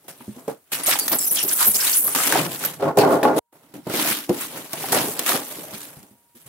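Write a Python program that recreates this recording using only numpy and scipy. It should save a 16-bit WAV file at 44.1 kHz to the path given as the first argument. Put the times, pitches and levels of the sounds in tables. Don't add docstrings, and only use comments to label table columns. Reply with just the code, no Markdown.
import sys
import numpy as np
from scipy import signal
from scipy.fft import rfft, irfft, next_fast_len
from scipy.io import wavfile
from scipy.ndimage import uniform_filter1d

SR = 44100
rng = np.random.default_rng(int(sys.argv[2]) if len(sys.argv) > 2 else 0)


def invert_db(x):
    u = np.asarray(x, float) / 20
    return 10 ** u


def inscribe(sig):
    pcm = np.round(np.clip(np.atleast_2d(sig).T, -1, 1) * 32767)
    wavfile.write(sys.argv[1], SR, pcm.astype(np.int16))


N = 286164
LONG = next_fast_len(N)
BINS_HZ = np.fft.rfftfreq(LONG, 1 / SR)

# start in seconds, fade in seconds, force in dB, body above the force in dB, fizz above it in dB.
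JOLTS = [(.081, 0.08, -40, -2, 5.5), (.478, 0.11, -43, 14, 5.5), (.717, 0.14, -27, -10, 7.5),
         (.866, 0.12, -31, -5, 17), (.987, 0.035, -39, -11, 25.5), (1.078, 0.073, -57, 10, 10),
         (1.312, 0.091, -51, 14, 34), (2.15, 0.13, -24.5, -1, 5.5), (2.323, 0.14, -28, -22, -7),
         (2.795, 0.19, -43.5, 15.5, -8), (2.822, 0.12, -38.5, 18, -9), (2.971, 0.13, -23.5, 11, -3),
         (3.231, 0.12, -31, 17.5, -4), (3.525, 0.17, -71.5, 16, 15), (3.737, 0.12, -47, 8, 2.5),
         (3.867, 0.11, -50, 23, -2), (4.29, 0.099, -36, 16, -3), (4.733, 0.05, -33.5, 2, -4),
         (4.921, 0.11, -23, -6, 7.5), (5.262, 0.093, -24, -17, 1), (6.349, 0.28, -56, -6.5, 9),
         (6.46, 0.11, -61, 4, 18)]
# peak time in seconds, then as for the jolts.
PULLS = [(.06, 0.067, -67, 11, 0), (.25, 0.63, -55, 2, 6), (.4, 0.26, -57.5, 11, 9),
         (.733, 0.023, -28, -10, 7), (.8, 0.12, -38, 1.5, 0.5), (.918, 0.12, -18.5, -14, -4.5),
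         (.996, 0.012, -35.5, -11, 26.5), (1.03, 0.19, -42, 5.5, 18), (1.133, 0.065, -28, 5.5, 6.5),
         (1.21, 0.26, -43.5, 3.5, 19.5), (1.273, 0.098, -42, -6, 20.5), (1.357, 0.11, -34, -2.5, 18),
         (1.389, 0.11, -33, -21, -3), (1.442, 0.06, -57.5, 21, 0), (1.505, 0.29, -34, -4, 13),
         (1.612, 0.24, -24, -25, 8), (1.675, 0.064, -37, 6, 27.5), (1.765, 0.13, -31, -6.5, 14),
         (1.875, 0.28, -24.5, -16, 9), (1.987, 0.19, -48, -3.5, 34.5), (2.08, 0.15, -38.5, 4.5, 15.5),
         (2.239, 0.22, -24, -10.5, 8), (2.372, 0.25, -23.5, 2.5, -1.5), (2.542, 0.24, -38, -9, 8),
         (2.652, 0.16, -29.5, -2, 4)]
# peak time in seconds, then as for the jolts.
TUMBLES = [
    (2.882, 0.11, -49.5, 32, -17.5),
    (3.02, 0.095, -29, 16.5, -4.5),
    (3.06, 0.12, -43, 28, -6.5),
    (3.133, 0.14, -35.5, 24.5, 2.5),
    (3.3, 0.19, -46, 31, -16),
    (3.383, 0.046, -29, 11, 3.5),
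]
# peak time in seconds, then as for the jolts.
FOLDS = [(3.64, 1, -64, 9, 2), (3.905, 0.051, -36.5, 13.5, 2), (3.949, 0.07, -26.5, 2.5, 1),
         (4.011, 0.17, -25.5, -0.5, 3), (4.089, 0.15, -23.5, -3.5, 4.5), (4.149, 0.19, -29.5, -4.5, 2),
         (4.35, 0.14, -44, 13, 8.5), (4.425, 0.18, -32.5, -6.5, 4.5), (4.572, 0.19, -37.5, 3, 3.5),
         (4.845, 0.34, -34.5, -2.5, 5.5), (4.974, 0.18, -23, 2.5, -1.5), (5.049, 0.27, -36, 4.5, 11.5),
         (5.116, 0.1, -42.5, -9, 13.5), (5.2, 0.12, -35.5, 1, -10), (5.301, 0.15, -24, -5, 5),
         (5.345, 0.15, -29, 6, 3.5), (5.49, 0.66, -41.5, -1.5, 8), (5.58, 0.7, -52.5, 9, 8),
         (5.742, 0.11, -38.5, -1.5, 0.5), (5.823, 0.22, -43, -6, 7), (5.96, 0.28, -56.5, 7.5, 6),
         (6.1, 0.25, -73, -15.5, 7), (6.489, 0.06, -48, 4, 2)]
FADE_SHARES = [0.81, 0.75, 0.8]
# time in seconds, thump above the body in dB, left over right in dB.
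HANDS = [(0.0, -7, 1), (1.16, -17.5, -1.5), (2.29, -15.5, 1), (2.5, -5, 0.5), (2.71, -12, 0.5),
         (2.78, 4, -1), (2.8, -12.5, -0.5), (3.42, -24, -0.5), (3.85, -2.5, -3), (3.94, -30, 0),
         (4.32, -20.5, 0), (4.6, -11, 0), (5.0, -10.5, 0), (5.35, -24.5, 0), (5.55, -12, -0.5),
         (6.38, -11, -1.5), (6.49, 2.5, -1.5)]
# time in seconds, share of ringing foam 0-1, share of dull side panel 0-1.
SHAKEN = [(0, 0.6, 0.18), (.7, 0, 0.24), (2.7, 0.2, 0.2), (2.8, 0.83, 0.05), (3.4, 0.99, 0.18),
          (3.5, 0, 0.15), (3.75, 0, 0.47), (4.3, 0.1, 0.65), (4.5, 0.35, 0.38), (4.7, 0, 0.16),
          (5.9, 0.4, 0.26)]
# time in seconds, share of thin top fizz 0-1.
SPEED = [(.7, 0.2), (1.0, 0), (1.1, 0.7), (1.2, 0.6), (1.3, 0.85), (1.4, 0.1), (1.46, 1), (1.5, 0.3),
         (1.56, 0.54), (1.62, 0), (1.69, 0.9), (1.76, 0.1), (1.88, 0), (1.95, 0.37), (2.03, 0.7),
         (2.2, 0.03), (2.7, 0.2), (3.5, 0.25)]
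# middle in seconds, half length in seconds, change in dB.
LIFTS = [(1.06, 0.0099, 6), (1.225, 0.04, 1), (1.295, 0.035, -16), (1.092, 0.014, -9), (1.33, 0.014, -3),
         (1.468, 0.03, -12), (1.564, 0.026, -12), (1.714, 0.047, -11), (1.776, .012, -7),
         (1.924, 0.029, -6), (2.028, 0.042, -11), (2.143, 0.0058, -5), (2.488, 0.022, -5.5),
         (2.59, 0.014, -6), (2.96, 0.024, -9), (3.21, .014, 2.5)]
# pitch in Hz, level in dB per Hz.
THUMP = [(25, -39), (60, -34.5), (100, -3.5), (130, 3.5), (200, -2.5), (250, -27), (350, -33)]
# pitch in Hz, level in dB per Hz.
BODY = [(150, -47), (230, -3.5), (300, 1), (600, 2), (900, 0), (1300, -5.5), (2000, -13), (3500, -32.5)]
# pitch in Hz, level in dB per Hz.
PANEL = [(110, -27.5), (190, -9.5), (290, 0), (400, -15.5), (560, -23.5), (900, -27.5), (1500, -46)]
# pitch in Hz, level in dB per Hz.
RASP = [(140, -46.5), (700, -10), (1200, -2.5), (1600, -1.5), (3000, -1.5), (5500, -6), (6500, -12),
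        (8500, -19)]
# pitch in Hz, level in dB per Hz.
FIZZ = [(4000, -41.5), (6000, -9), (8000, -2), (10500, -1), (13000, -2), (15700, -9), (16100, -46)]
# pitch in Hz, level in dB per Hz.
SHEEN = [(6500, -47), (8500, -14), (10000, -2), (13000, -2.5), (15700, -5.5), (16100, -32)]
# pitch in Hz, width in Hz, height above the body in dB.
HOLLOW = [(160, 18, 12), (295, 24, 13), (409, 14, 17), (540, 14, 16), (667, 14, 16), (837, 14, 16),
          (1098, 20, 12), (1410, 16, 12)]
# pitch in Hz, likeness from -1 to 1.
LIKENESS = [(60, 0.35), (150, 0.97), (380, 0.91), (950, 0.62), (2380, 0.039), (5980, -0.011),
            (15000, -0.17)]
# start in seconds, length in seconds, pitch in Hz, level in dB.
SQUEAKS = [(0.831, 0.025, 9620, -25), (0.874, 0.046, 12460, -20.5), (0.885, 0.036, 8380, -24.5),
           (0.988, 0.06, 4690, -31.5), (1.093, 0.012, 14200, -18.5), (1.37, 0.083, 5620, -31.5),
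           (1.187, 0.063, 10500, -34), (1.122, 0.013, 12400, -17.5), (1.165, .01, 11500, -25),
           (1.184, 0.013, 7720, -20), (1.207, 0.05, 7740, -28), (1.182, .08, 5340, -33.5),
           (1.255, 0.06, 6050, -34), (1.319, 0.019, 11600, -19), (1.34, 0.02, 10600, -25),
           (1.387, .009, 5610, -20), (1.664, 0.03, 13490, -11.5), (1.801, 0.019, 5220, -20),
           (1.845, 0.02, 13600, -32), (1.953, 0.037, 10570, -14.5), (2.028, 0.011, 12000, -23.5),
           (2.063, 0.023, 11720, -17.5), (1.746, 0.02, 5420, -23.5), (2.648, 0.017, 13600, -17),
           (2.978, 0.049, 4500, -26)]
# start in seconds, length in seconds, first pitch in Hz, last pitch in Hz, level in dB.
CHIRPS = [(0.86, 0.01, 14330, 4980, -21.5), (1.078, .006, 8830, 15100, -20),
          (1.114, 0.013, 14460, 13500, -19), (1.144, 0.018, 11970, 13100, -20),
          (1.184, 0.01, 11200, 9900, -22.5), (1.25, .011, 13000, 15600, -21),
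          (1.267, 0.0088, 8000, 12830, -21), (1.273, 0.012, 12500, 9270, -20),
          (1.31, 0.01, 9190, 11570, -18), (1.354, 0.01, 10500, 3920, -22),
          (1.366, 0.013, 3880, 3020, -25.5), (1.371, 0.055, 3127, 2750, -30),
          (1.381, .012, 3700, 2720, -25), (1.427, 0.017, 7470, 15500, -17.5),
          (1.477, 0.013, 15300, 10360, -22), (1.485, 0.014, 9500, 3870, -23),
          (1.527, 0.013, 8840, 11460, -17), (1.535, 0.0095, 12440, 14100, -20),
          (1.599, 0.018, 1380, 1210, -29.5), (1.611, 0.017, 1138, 980, -24),
          (1.653, 0.014, 10800, 13600, -20.5), (1.691, .01, 13000, 14900, -24),
          (1.695, 0.028, 11660, 10860, -19), (1.716, 0.011, 9960, 7800, -26),
          (1.743, 0.01, 4180, 5670, -27.5), (1.752, .01, 8200, 10700, -27), (1.757, 0.015, 6880, 7510, -20),
          (1.863, 0.028, 3544, 4660, -25), (1.926, 0.025, 4106, 7900, -21),
          (1.945, 0.013, 11000, 13200, -44), (1.978, .012, 12430, 13800, -24),
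          (1.98, 0.0086, 11950, 15250, -25), (2.022, 0.0072, 12670, 8200, -23.5),
          (2.04, 0.018, 14160, 10340, -22.5)]
# start in seconds, peak in dB.
SNAPS = [(.0807, -26), (.157, -36), (.4777, -27), (.835, -12), (.9885, -5), (1.0805, 1), (1.119, -6),
         (1.129, -4), (1.1604, -9), (1.315, -20), (1.449, -10), (1.479, -14), (2.1495, 1), (2.186, -6),
         (2.202, -7), (2.234, -6), (2.3235, 3), (2.638, -8), (2.6491, -8), (2.6747, -18), (2.972, -8),
         (2.9863, -3), (3.231, -10)]
# start in seconds, peak in dB.
FIBRES = [(3.741, -30), (3.8977, -17), (3.937, -14), (3.9945, -10), (4.0274, -8), (4.0504, -11),
          (4.0884, -8), (4.417, -14), (4.732, -6), (4.9212, -3), (5.0836, -10), (5.1928, 1), (5.2625, -4),
          (5.2905, -12), (5.8053, -20), (6.0294, -29)]
# start in seconds, peak in dB, pitch in Hz.
KNOCKS = [(0.203, -32.5, 221), (0.278, -19.5, 196), (0.362, -29, 261), (0.477, -11.5, 450),
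          (0.883, -13, 796), (1.122, -22, 513), (1.44, -24, 305), (1.672, -23, 209), (2.145, -14, 910),
          (2.324, -10, 926), (2.35, -3.5, 684), (2.885, -15, 560), (3.032, -1, 822), (3.12, -8, 684),
          (3.143, -12, 543), (3.365, -11, 429), (3.248, 0, 838.4)]
# start in seconds, peak in dB, pitch in Hz.
FLAP_KNOCKS = [(3.737, -27.5, 295), (3.865, -19.5, 488), (3.941, -33, 370), (4.292, -5, 340.3),
               (4.733, -21, 680), (4.837, -16, 725), (4.964, -7.5, 547), (5.58, -27, 322.7),
               (5.731, -29, 205), (5.967, -34.5, 137), (6.109, -40.5, 190.7), (6.351, -43, 252),
               (6.459, -42, 145)]
# start in seconds, peak in dB, pitch in Hz.
CRACKS = [(.207, -29.5, 890), (.082, -30, 667), (.72, -24, 795), (.881, -11.5, 597), (.955, -14.5, 757),
          (1.129, -17.5, 595), (1.161, -18.5, 930), (1.45, -22.5, 386), (1.479, -32, 504),
          (1.672, -19.5, 696), (1.748, -27, 394), (1.797, -16.5, 1630), (1.826, -12.5, 1620),
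          (2.079, -15.5, 1090), (2.149, -10, 1300), (2.187, -9, 1240), (2.202, -8.5, 1210),
          (2.234, -11, 2420), (2.324, 0.5, 1480), (2.354, -8.5, 697), (2.639, -13, 1440), (2.807, -23, 740),
          (2.827, -26.5, 336), (2.972, -15, 330), (2.974, -12, 1670), (2.989, -3, 2400), (3.229, -10, 368),
          (3.23, -5, 1820), (3.87, -24, 473), (3.898, -18.5, 332), (3.899, -20.5, 1430), (3.94, -13.5, 358),
          (3.995, -14.5, 900), (4.029, -22, 1590), (4.052, -15, 690), (4.301, -8, 378), (4.805, -38, 684),
          (4.922, -21, 1320), (4.93, -8, 720), (4.945, -12, 770), (5.084, -17, 462), (5.193, -23, 547),
          (5.237, -28, 633), (5.263, -10, 2300), (5.297, -11.5, 650), (5.319, -7.5, 1310)]
# start in seconds, length in seconds, pitch in Hz, level in dB.
GROANS = [(1.96, 0.15, 300, -45), (2.26, 0.05, 285, -31), (3.733, 0.082, 275, -40.5),
          (3.976, 0.058, 310, -29), (4.075, 0.071, 300, -32), (4.403, .09, 290, -42.5),
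          (5.5, 0.083, 600, -47), (5.617, .14, 610, -43.5), (5.64, 0.14, 310, -50), (5.979, 0.09, 185, -49),
          (6.343, 0.039, 330, -52)]
# pitch in Hz, level in dB per Hz.
HISS = [(30, -32.5), (71, -10), (170, -14.5), (400, -24), (800, -27.5), (1300, -19), (5500, -25.5),
        (9000, -17.5), (16000, -17)]
# start in seconds, end in seconds, level in dB.
HUSH = (3.394, 3.518, -36.5)


def evened(x):
    return x / np.sqrt(np.mean(x ** 2) + 1e-20)


def read(points, hz):
    f, value = np.transpose(points)
    return np.interp(np.log(hz + 1), np.log(f + 1), value)


def colour(points):
    return invert_db(read(points, BINS_HZ))


def follow(table):
    s, *columns = np.transpose(table)
    return [np.interp(np.arange(N) / SR, s, c) for c in columns]


def add(mix, s, sound):
    part = mix[:, round(s * SR):][:, :sound.shape[-1]]
    part += sound[..., :part.shape[1]]


def sides(pan_db):
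    return invert_db(np.array([.5, -.5])[:, None] * pan_db)


def pair(drive, gains, patchy_db):
    _, _, z = signal.stft(drive * rng.standard_normal((2, N)), SR, nperseg=256)
    patches = rng.standard_normal(z.shape[::-1][:2]).T
    patches = uniform_filter1d(patches, size=8, axis=0)
    patches = uniform_filter1d(patches, size=7, axis=1)
    x = signal.istft(z * invert_db(patchy_db * evened(patches)), SR, nperseg=256)[1][:, :N]
    a, b = rfft(x, LONG)
    same = np.clip(read(LIKENESS, BINS_HZ), 0, 1)
    both = np.array([a, same * a + np.sqrt(1 - same ** 2) * b])
    return [evened(irfft(both * gain, LONG)[:, :N]) for gain in gains]


def rubbing():
    body_db, rasp_db, fizz_db = handling()
    weight_db, pan_db = follow(HANDS)
    coarse = slips(200, 2.2, .005, dense=2.2)
    fine = slips(220, 3.2, .0015, dense=2.8) * (2.5 + coarse)

    ringing = hollow(BINS_HZ)
    body_colours = [colour(THUMP) * ringing, colour(BODY), colour(BODY) * ringing, colour(PANEL)]
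    thump, board, slab, panel = pair(coarse, body_colours, 0.8)
    slab_share, panel_share = np.clip(follow(SHAKEN), 0, 1)
    board_share = np.clip(1 - slab_share - panel_share, 0, 1)
    body = slab_share * slab + panel_share * panel + board_share * board

    rasp, wide, thin = pair(fine, [colour(RASP), colour(FIZZ), colour(SHEEN)], 1.84)
    fast = np.clip(follow(SPEED)[0], 0, 1)
    fizz = (1 - fast) * wide + fast * thin

    out = invert_db(body_db + weight_db) * thump + invert_db(body_db - 1.0) * body
    out = out + invert_db(rasp_db + lifting()) * rasp + invert_db(fizz_db - 3.0) * fizz
    return out * sides(pan_db)


def handling():
    t = np.arange(0, N + SR, 44) / SR
    power = strokes(JOLTS, t, True) + strokes(PULLS + TUMBLES + FOLDS, t, False) + 1e-12
    return [np.interp(np.arange(N) / SR, t, 10 * np.log10(p)) for p in power]


def strokes(table, t, sudden):
    s, fade_s, force_db, body_db, fizz_db = np.transpose(table)[:, :, None]
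    jolt_rise_s = 0.0028
    rise_s = jolt_rise_s if sudden else 0.73 * fade_s
    late = t - s - sudden * jolt_rise_s
    hush_from, hush_to, _ = HUSH
    cut_db = np.where((t > hush_from) & (s < hush_from), -61 - 900 * (t - hush_from), 0)
    cut_db[(t < hush_to) & (s > hush_from)] = -200
    power = []
    for above_db, share in zip([body_db, 0, fizz_db], FADE_SHARES):
        away = np.where(late < 0, -late / rise_s, late / (fade_s * share))
        level_db = force_db + above_db + cut_db - 23 * away ** 1.243
        power.append((invert_db(level_db) ** 2).sum(0))
    return np.array(power)


def slips(per_s, spread_db, ring_s, dense):
    size_db = spread_db * np.minimum(rng.exponential(1, N), 3)
    hits = invert_db(size_db) * (rng.random(N) < per_s / SR)
    return dense + evened(signal.lfilter([1], [1, -np.exp(-1 / (ring_s * SR))], hits))


def hollow(hz):
    return sum(invert_db(db) / np.sqrt(1 + (2 * (hz - f) / width) ** 2) for f, width, db in HOLLOW) + 1


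def lifting():
    s, half_s, db = np.transpose(LIFTS)[:, :, None]
    t = np.arange(0, N + SR, 44) / SR
    return np.interp(np.arange(N) / SR, t, (db * np.exp(-((t - s) / half_s) ** 4)).sum(0))


def squeak(length, start_hz, mid_hz, end_hz, db, jitter=.022, clean=.7, fuzz=.06, overtone_db=-11):
    u = np.linspace(0, 1, round(length * SR))
    hz = np.interp(u, [0, .5, 1], [start_hz, mid_hz, end_hz])
    shake = evened(uniform_filter1d(rng.standard_normal(len(u)), size=40))
    turns = np.cumsum(hz * (1 + jitter * shake)) / SR
    a, b = rng.standard_normal((2, 2, len(u)))
    keep = np.exp(-np.pi * fuzz * mid_hz / SR)
    beads = signal.lfilter([np.sqrt(1 - keep ** 2)], [1, -keep], a + 1j * b)
    tone = 0
    for k in (1, 2, 3):
        tone = tone + invert_db(overtone_db * (k - 1)) * np.exp(2j * np.pi * k * turns) * (k * hz < 15800)
    return invert_db(db) * ((clean + beads) * tone).real * signal.windows.tukey(len(u), .4)


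def blur(s, hz, jitter, clean, fuzz):
    more = 2.2 if s > 1.35 and hz < 8200 else 1
    return jitter, clean / more, fuzz * more


def squeaks():
    out = np.zeros((2, N))
    for s, length, hz, db in SQUEAKS:
        add(out, s, squeak(length, hz, hz, 0.95 * hz, db - 2.5, *blur(s, hz, .012, .9, .04)))
    for s, length, start_hz, end_hz, db in CHIRPS:
        mid_hz = (start_hz + end_hz) / 2
        add(out, s, squeak(length, start_hz, mid_hz, end_hz, db, *blur(s, end_hz, .016, .8, .05)))
    return out


def swarm(count=70):
    out = np.zeros((2, N))
    from_s, to_s = .86, 2.12
    for when, long, high, bend, end, size in rng.random((count, 6)):
        hz = 8000 * 1.75 ** np.sqrt(high)
        mid_hz, end_hz = hz * (.88 + .24 * bend), hz * (.8 + .36 * end)
        part = squeak(.006 + .02 * long, hz, mid_hz, end_hz, -29 - 8 * size + 5 * high)
        add(out, from_s + (to_s - from_s) * when, part)
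    return out


def snaps(t60=.025):
    t, out = np.arange(SR // 20) / SR, np.zeros((2, N))
    for s, db in SNAPS + FIBRES:
        add(out, s, invert_db(db - 10.5 - 60 * t / t60) * rng.standard_normal((2, len(t))))
    brighter = signal.lfilter([1, -.3], [1], out)
    return signal.sosfilt(signal.butter(2, 320, "highpass", fs=SR, output="sos"), brighter)


def knock(db, hz, chance, cycles=32, rise_s=0.0021):
    t = np.arange(SR // 4) / SR
    ratios = np.array([.62, 1, 1.3, 1.8, 2.7]) * (1 + 0.22 * (chance - .5))
    levels_db = [-7, 3.5, -1.5, -6.0, -17.0]
    t60 = min(cycles / hz, .11)
    ring = 0
    for r, g in zip(ratios, levels_db):
        ring = ring + invert_db(g - 60 * t * np.sqrt(r) / t60) * np.sin(2 * np.pi * hz * r * t)
    return invert_db(db - 6.0) * ring[None] * (1 - np.exp(-t / rise_s))


def knocks():
    out = np.zeros((2, N))
    for s, length, hz, db in GROANS:
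        hum = squeak(length, hz, hz, hz, db, jitter=.01, clean=.5, fuzz=.12, overtone_db=-25)
        add(out, s, hum.mean(0))
    for s, db, hz in KNOCKS + FLAP_KNOCKS:
        add(out, s + 0.0019, knock(db, hz, rng.random(5)))
    for s, db, hz in CRACKS:
        add(out, s, knock(db, hz, rng.random(5), cycles=21.0, rise_s=0.00085))
    return out


def room(x):
    taps = np.zeros((2, SR // 2))
    at = np.arange(100, SR // 2 - 20, 20)[None] + rng.integers(0, 20, (2, 1))
    at = at + rng.integers(-9, 1, at.shape)
    np.put_along_axis(taps, at, rng.choice([-1., 1.], at.shape), 1)
    hz, t, z = signal.stft(taps, SR, nperseg=256)
    t60 = read([(200, 0.11), (2000, 0.27), (12000, 0.051)], hz)[:, None]
    tail = signal.istft(z * invert_db(-60 * t / t60), SR, nperseg=256)[1]
    return signal.fftconvolve(x.mean(0)[None], tail / np.linalg.norm(tail[0]), axes=1)[:, :N]


def workshop():
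    return invert_db(-61) * pair(1, [colour(HISS)], 1.4)[0]


def whine():
    t = np.arange(N) / SR
    waver = 1 + .25 * evened(uniform_filter1d(rng.standard_normal(N), size=900))
    level_db = -72.5 + np.interp(t, [HUSH[1], 4], [-5, 4])
    return invert_db(level_db) * waver * np.sin(2 * np.pi * 947.5 * t) * (t > HUSH[0])


def scene():
    rub = rubbing()
    sharp = squeaks() + swarm() + snaps() + knocks()
    t0, t1, db = HUSH
    hush_times = [t0 - .002, t0, t0 + 0.013, t1, t1 + 0.0091]
    hush = invert_db(np.interp(np.arange(N) / SR, hush_times, [0, db / 2, db, db, 0]))
    return (rub + sharp + invert_db(-8.5) * room(sharp)) * hush + workshop() * np.sqrt(hush) + whine()


def roll_off(x):
    return signal.sosfilt(signal.butter(12, 16790, fs=SR, output="sos"), x)


def record(dry):
    thin = signal.sosfilt(signal.butter(2, 62, "highpass", fs=SR, output="sos"), dry)
    treble_cut = signal.firwin(255, 15950, window=("kaiser", 8), fs=SR)[None]
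    mix = signal.oaconvolve(np.tanh(thin), treble_cut, "same")
    return roll_off(mix)


dry = scene()
out = record(dry)
inscribe(out)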